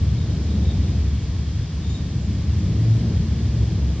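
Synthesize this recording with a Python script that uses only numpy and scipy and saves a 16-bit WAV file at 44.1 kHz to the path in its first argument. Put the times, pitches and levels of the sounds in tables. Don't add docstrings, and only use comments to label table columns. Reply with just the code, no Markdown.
import sys
import numpy as np
from scipy import signal
from scipy.fft import rfft, irfft
from scipy.io import wavfile
from scipy.ndimage import uniform_filter1d

SR = 44100
rng = np.random.default_rng(int(sys.argv[2]) if len(sys.argv) > 2 else 0)


def digitize_waveform(pressure):
    field = np.atleast_2d(pressure).T
    bounded = np.clip(field, -1, 1)
    quanta = np.round(bounded * 32767).astype(np.int16)
    wavfile.write(sys.argv[1], SR, quanta)


N = 176400


def undb(db):
    return 10 ** (np.asarray(db) / 20)


def unit_rms(x):
    return x / np.sqrt(np.mean(x ** 2))


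def stereo(mid, side):
    return np.array([mid + side, mid - side])


def curve(rows, column):
    rows = np.array(rows)
    return np.interp(np.arange(N) / SR, rows[:, 0], rows[:, column])


def wander(rate_hz):
    hold = max(int(SR / rate_hz), 2)
    steps = np.repeat(rng.standard_normal(N // hold + 1), hold)
    return unit_rms(uniform_filter1d(uniform_filter1d(steps, hold), hold)[:N])


def noise(spectrum):
    hz, db = np.array(spectrum).T
    f = np.maximum(np.arange(N // 2 + 1) * SR / N, 1)
    skirts = np.minimum(f / hz[0], 1) ** 4 * np.minimum(hz[-1] / f, 1) ** 4
    colour = undb(np.interp(np.log(f), np.log(hz), db))
    return unit_rms(irfft(rfft(rng.standard_normal(N)) * skirts * colour, N))


def echoes(x, t60_s):
    t = np.arange(SR) / SR
    tail = rng.standard_normal(SR) * np.exp(-np.log(1000) * t / t60_s)
    return signal.fftconvolve(x, tail / np.linalg.norm(tail))[:N]


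# frequency_hz, relative_db
AIR_MID = [(410, -29), (700, -6), (885, -5), (1070, -3), (1180, -4.5), (1380, -8), (1800, -4.5), (2100, -7),
           (2280, -4.5), (2500, -7), (2970, -6), (3300, -3), (3910, -7.5), (5150, -7.5), (6240, -12.5),
           (7130, -18), (7970, -28), (10400, -58.5), (17500, -120)]
AIR_SIDE = [(290, -34), (500, -1), (638, -17), (708, -2.5), (882, -2.5), (1130, -4), (1750, -4),
            (2390, -4.5), (3300, -5.5), (4360, 2.5), (6860, -2.5), (7610, -3), (7970, -17.5), (10400, -46),
            (17500, -120)]

def air(mid_db=-45.5, side_db=-48, roar_share=0.25):
    swell = undb(roar_share * curve(TRAFFIC_FLOW, column=2) + 0.24 * wander(8.3))
    return swell * stereo(undb(mid_db) * noise(AIR_MID), undb(side_db) * noise(AIR_SIDE))


def tree_scatter(song, wet_db=-1.5):
    return undb(wet_db) * np.array([echoes(song, t60_s=0.62) for _ in range(2)])


def chirps(calls, flutter_db=2.5):
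    t, song = np.arange(N) / SR, np.zeros(N)
    waver = wander(900)
    for start_s, length_s, first_hz, last_hz, level_db, rasp in calls:
        on = (t > start_s) & (t < start_s + length_s)
        progress = (t[on] - start_s) / length_s
        pitch_hz = (first_hz + (last_hz - first_hz) * progress) * (1 + rasp * waver[on])
        arch = 2 * np.sqrt(progress * (1 - progress))
        song[on] += undb(level_db) * arch * np.sin(2 * np.pi * np.cumsum(pitch_hz) / SR)
    return song * undb(flutter_db * wander(170))


def far_flock(count, length_s=0.025, centre_hz=3550, spread_hz=220, fall_hz=150, level_db=-59, rasp=0.025):
    when, pitch = rng.random((count, 2)).T
    starts_s = when * N / SR
    pitches_hz = centre_hz + spread_hz * (2 * pitch - 1)
    song = chirps([(start_s, length_s, hz, hz - fall_hz, level_db, rasp)
                   for start_s, hz in zip(starts_s, pitches_hz)])
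    return song + tree_scatter(song)


# start_s, length_s, first_pitch_hz, last_pitch_hz, level_db, rasp_ratio
BIRD_CALLS = [(.172, 0.072, 3660, 3720, -49.5, .03), (.303, 0.021, 3900, 3600, -47, .02),
              (.43, .19, 3780, 3730, -52.5, .04), (.612, .03, 3480, 3650, -48.5, 0.026),
              (.651, 0.019, 3680, 3920, -46.5, .02), (.676, .044, 3720, 3630, -44.5, .02),
              (.832, 0.022, 3770, 3560, -45.5, .025), (.85, .05, 3620, 3680, -51, 0.023),
              (1.818, 0.071, 3570, 3610, -49.5, .018), (1.887, 0.058, 3595, 3700, -45.5, 0.026),
              (1.941, .03, 3768, 3640, -41.5, 0.022), (1.858, .11, 6850, 6830, -51, 0.038),
              (1.88, .09, 7100, 7100, -60, 0.017), (2.13, .15, 7240, 7050, -58, .012)]

def near_birds(lag_s=0.00006):
    t, left = np.arange(N) / SR, chirps(BIRD_CALLS)
    right = np.interp(t - lag_s, t, left)
    return np.array([left, right]) + tree_scatter(left)


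def engine(track, harmonics, flutter_db, waver_ratio=0.022, street_db=-8):
    firing_hz = curve(track, column=1) * (1 + waver_ratio * wander(14))
    phase = 2 * np.pi * np.cumsum(firing_hz) / SR
    lowest, *upper = [undb(db + flutter_db * wander(9)) * np.sin(k * phase + 2 * np.pi * rng.random())
                      for k, db in harmonics]
    upper_lift = undb(curve(track, column=3))
    tone = (lowest + sum(upper) * upper_lift) / np.std(lowest + sum(upper))
    direct = tone * undb(curve(track, column=2))
    reflected = np.std(direct) * unit_rms(echoes(direct, t60_s=0.8))
    return direct + undb(street_db) * reflected


# time_s, firing_hz, level_db, upper_lift_db
TRUCK_TRACK = [(0, 70.5, -25, -3), (.28, 71, -28, -1), (.5, 71.3, -21, -4), (.68, 72, -26, -1),
               (1.03, 71, -26, -1), (1.25, 70, -34, 0), (2.3, 68.5, -31, 0), (2.75, 68, -27, 0),
               (3.05, 67.5, -31, 0), (3.4, 67, -26, -2), (3.65, 67.5, -27, 0), (3.92, 68, -21, -5),
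               (4, 68, -22, -5)]
DIESEL_TRACK = [(0, 50.8, -26.5, -9.5), (.4, 51.13, -37, 1), (.6, 51.21, -35, 10.5),
                (.78, 51.53, -39.5, 3.5), (1.1, 50.95, -33, -3), (1.45, 50.87, -36, -3.5),
                (1.9, 51.21, -32.5, -3.5), (2.55, 51.6, -38, 7), (3.1, 51.24, -39, 3), (4, 51.06, -40, 3)]
BUS_TRACK = [(0, 116.9, -27, -10.5), (.5, 116, -35, -6), (1.3, 112.1, -33.5, -11), (1.6, 107.8, -46.5, 2),
             (2.3, 99.6, -40, -1.5), (2.5, 101.2, -24.5, 1), (2.68, 103.4, -23.5, -5.5),
             (2.78, 109.1, -22, -8), (2.92, 110.6, -14, -7), (3.03, 112.3, -30, 9),
             (3.2, 113.6, -29.5, 7.5), (3.4, 113.4, -29, 7.5), (3.64, 111.5, -24.5, -6),
             (3.76, 112, -37.5, 0.5), (4, 112.3, -41.5, -4)]
# firing_multiple, relative_db
TRUCK_HARMONICS = [(1, 1), (2, -20.5), (3, -21)]
DIESEL_HARMONICS = [(3, 2), (4, -4.5), (6, -13)]
BUS_HARMONICS = [(1, -0.5), (2, -15), (3, -30)]

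def street_engines():
    truck = engine(TRUCK_TRACK, TRUCK_HARMONICS, flutter_db=2.0)
    diesel = engine(DIESEL_TRACK, DIESEL_HARMONICS, flutter_db=2.5)
    bus = engine(BUS_TRACK, BUS_HARMONICS, flutter_db=2.5)
    return truck + diesel + bus


# frequency_hz, relative_db
TRAFFIC_MID = [(24, -34), (40, -19), (52, -9.5), (62, -1.5), (75, -0.5), (90, 3), (112, -4.5), (135, -7),
               (182, -8), (215, -16.5), (250, -17), (310, -20.5), (400, -26.5), (445, -26.5), (520, -33),
               (650, -34.5), (1000, -47.5)]
TRAFFIC_SIDE = [(24, -40.5), (40, -13), (62, 0), (102, -3.5), (216, -5.5), (275, -10), (600, -19),
                (780, -51), (1320, -120)]
# time_s, rumble_gain_db, roar_gain_db
TRAFFIC_FLOW = [(0, 2, -1), (.6, -3, 1), (1.1, 1.5, -0.5), (1.55, -2, -3.1), (2.15, -2.5, -2.6),
                (2.5, 2.5, -0.5), (2.85, -2.5, 1), (3.15, -1, 1.1), (3.6, 2.5, 0.5), (4, -5.5, -0.9)]

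def traffic(mid_db=-22, side_db=-50.5, crossover_hz=137, lumps_db=1.5):
    vehicles = noise(TRAFFIC_MID)
    lows = signal.sosfiltfilt(signal.butter(2, crossover_hz, fs=SR, output="sos"), vehicles)
    roar = (vehicles - lows) * undb(curve(TRAFFIC_FLOW, column=2) + 1.3 * wander(7.03))
    rumble = lows * undb(curve(TRAFFIC_FLOW, column=1) + lumps_db * wander(18))
    return stereo(undb(mid_db) * (rumble + roar), undb(side_db) * noise(TRAFFIC_SIDE))


def scene():
    return street_engines() + traffic() + air() + near_birds() + far_flock(count=36)


# frequency_hz, left_minus_right_db
MIC_BALANCE = [(60, 0.5), (100, 0.5), (180, 1.5), (300, -0.5), (510, 0.5), (880, 0.0), (1500, -2.5),
               (2570, 0.5), (4400, 2), (7520, -1.5)]

def record(dry, top_hz=8000):
    hz, db = np.array(MIC_BALANCE).T
    f = np.maximum(np.arange(N // 2 + 1) * SR / N, 1)
    lean_db = np.interp(np.log(f), np.log(hz), db) / 2
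    ports = irfft(rfft(dry) * undb([lean_db, -lean_db]), N)
    return signal.sosfilt(signal.ellip(10, 0.2, 80, top_hz, fs=SR, output="sos"), ports)


dry = scene()
out = record(dry)
digitize_waveform(out)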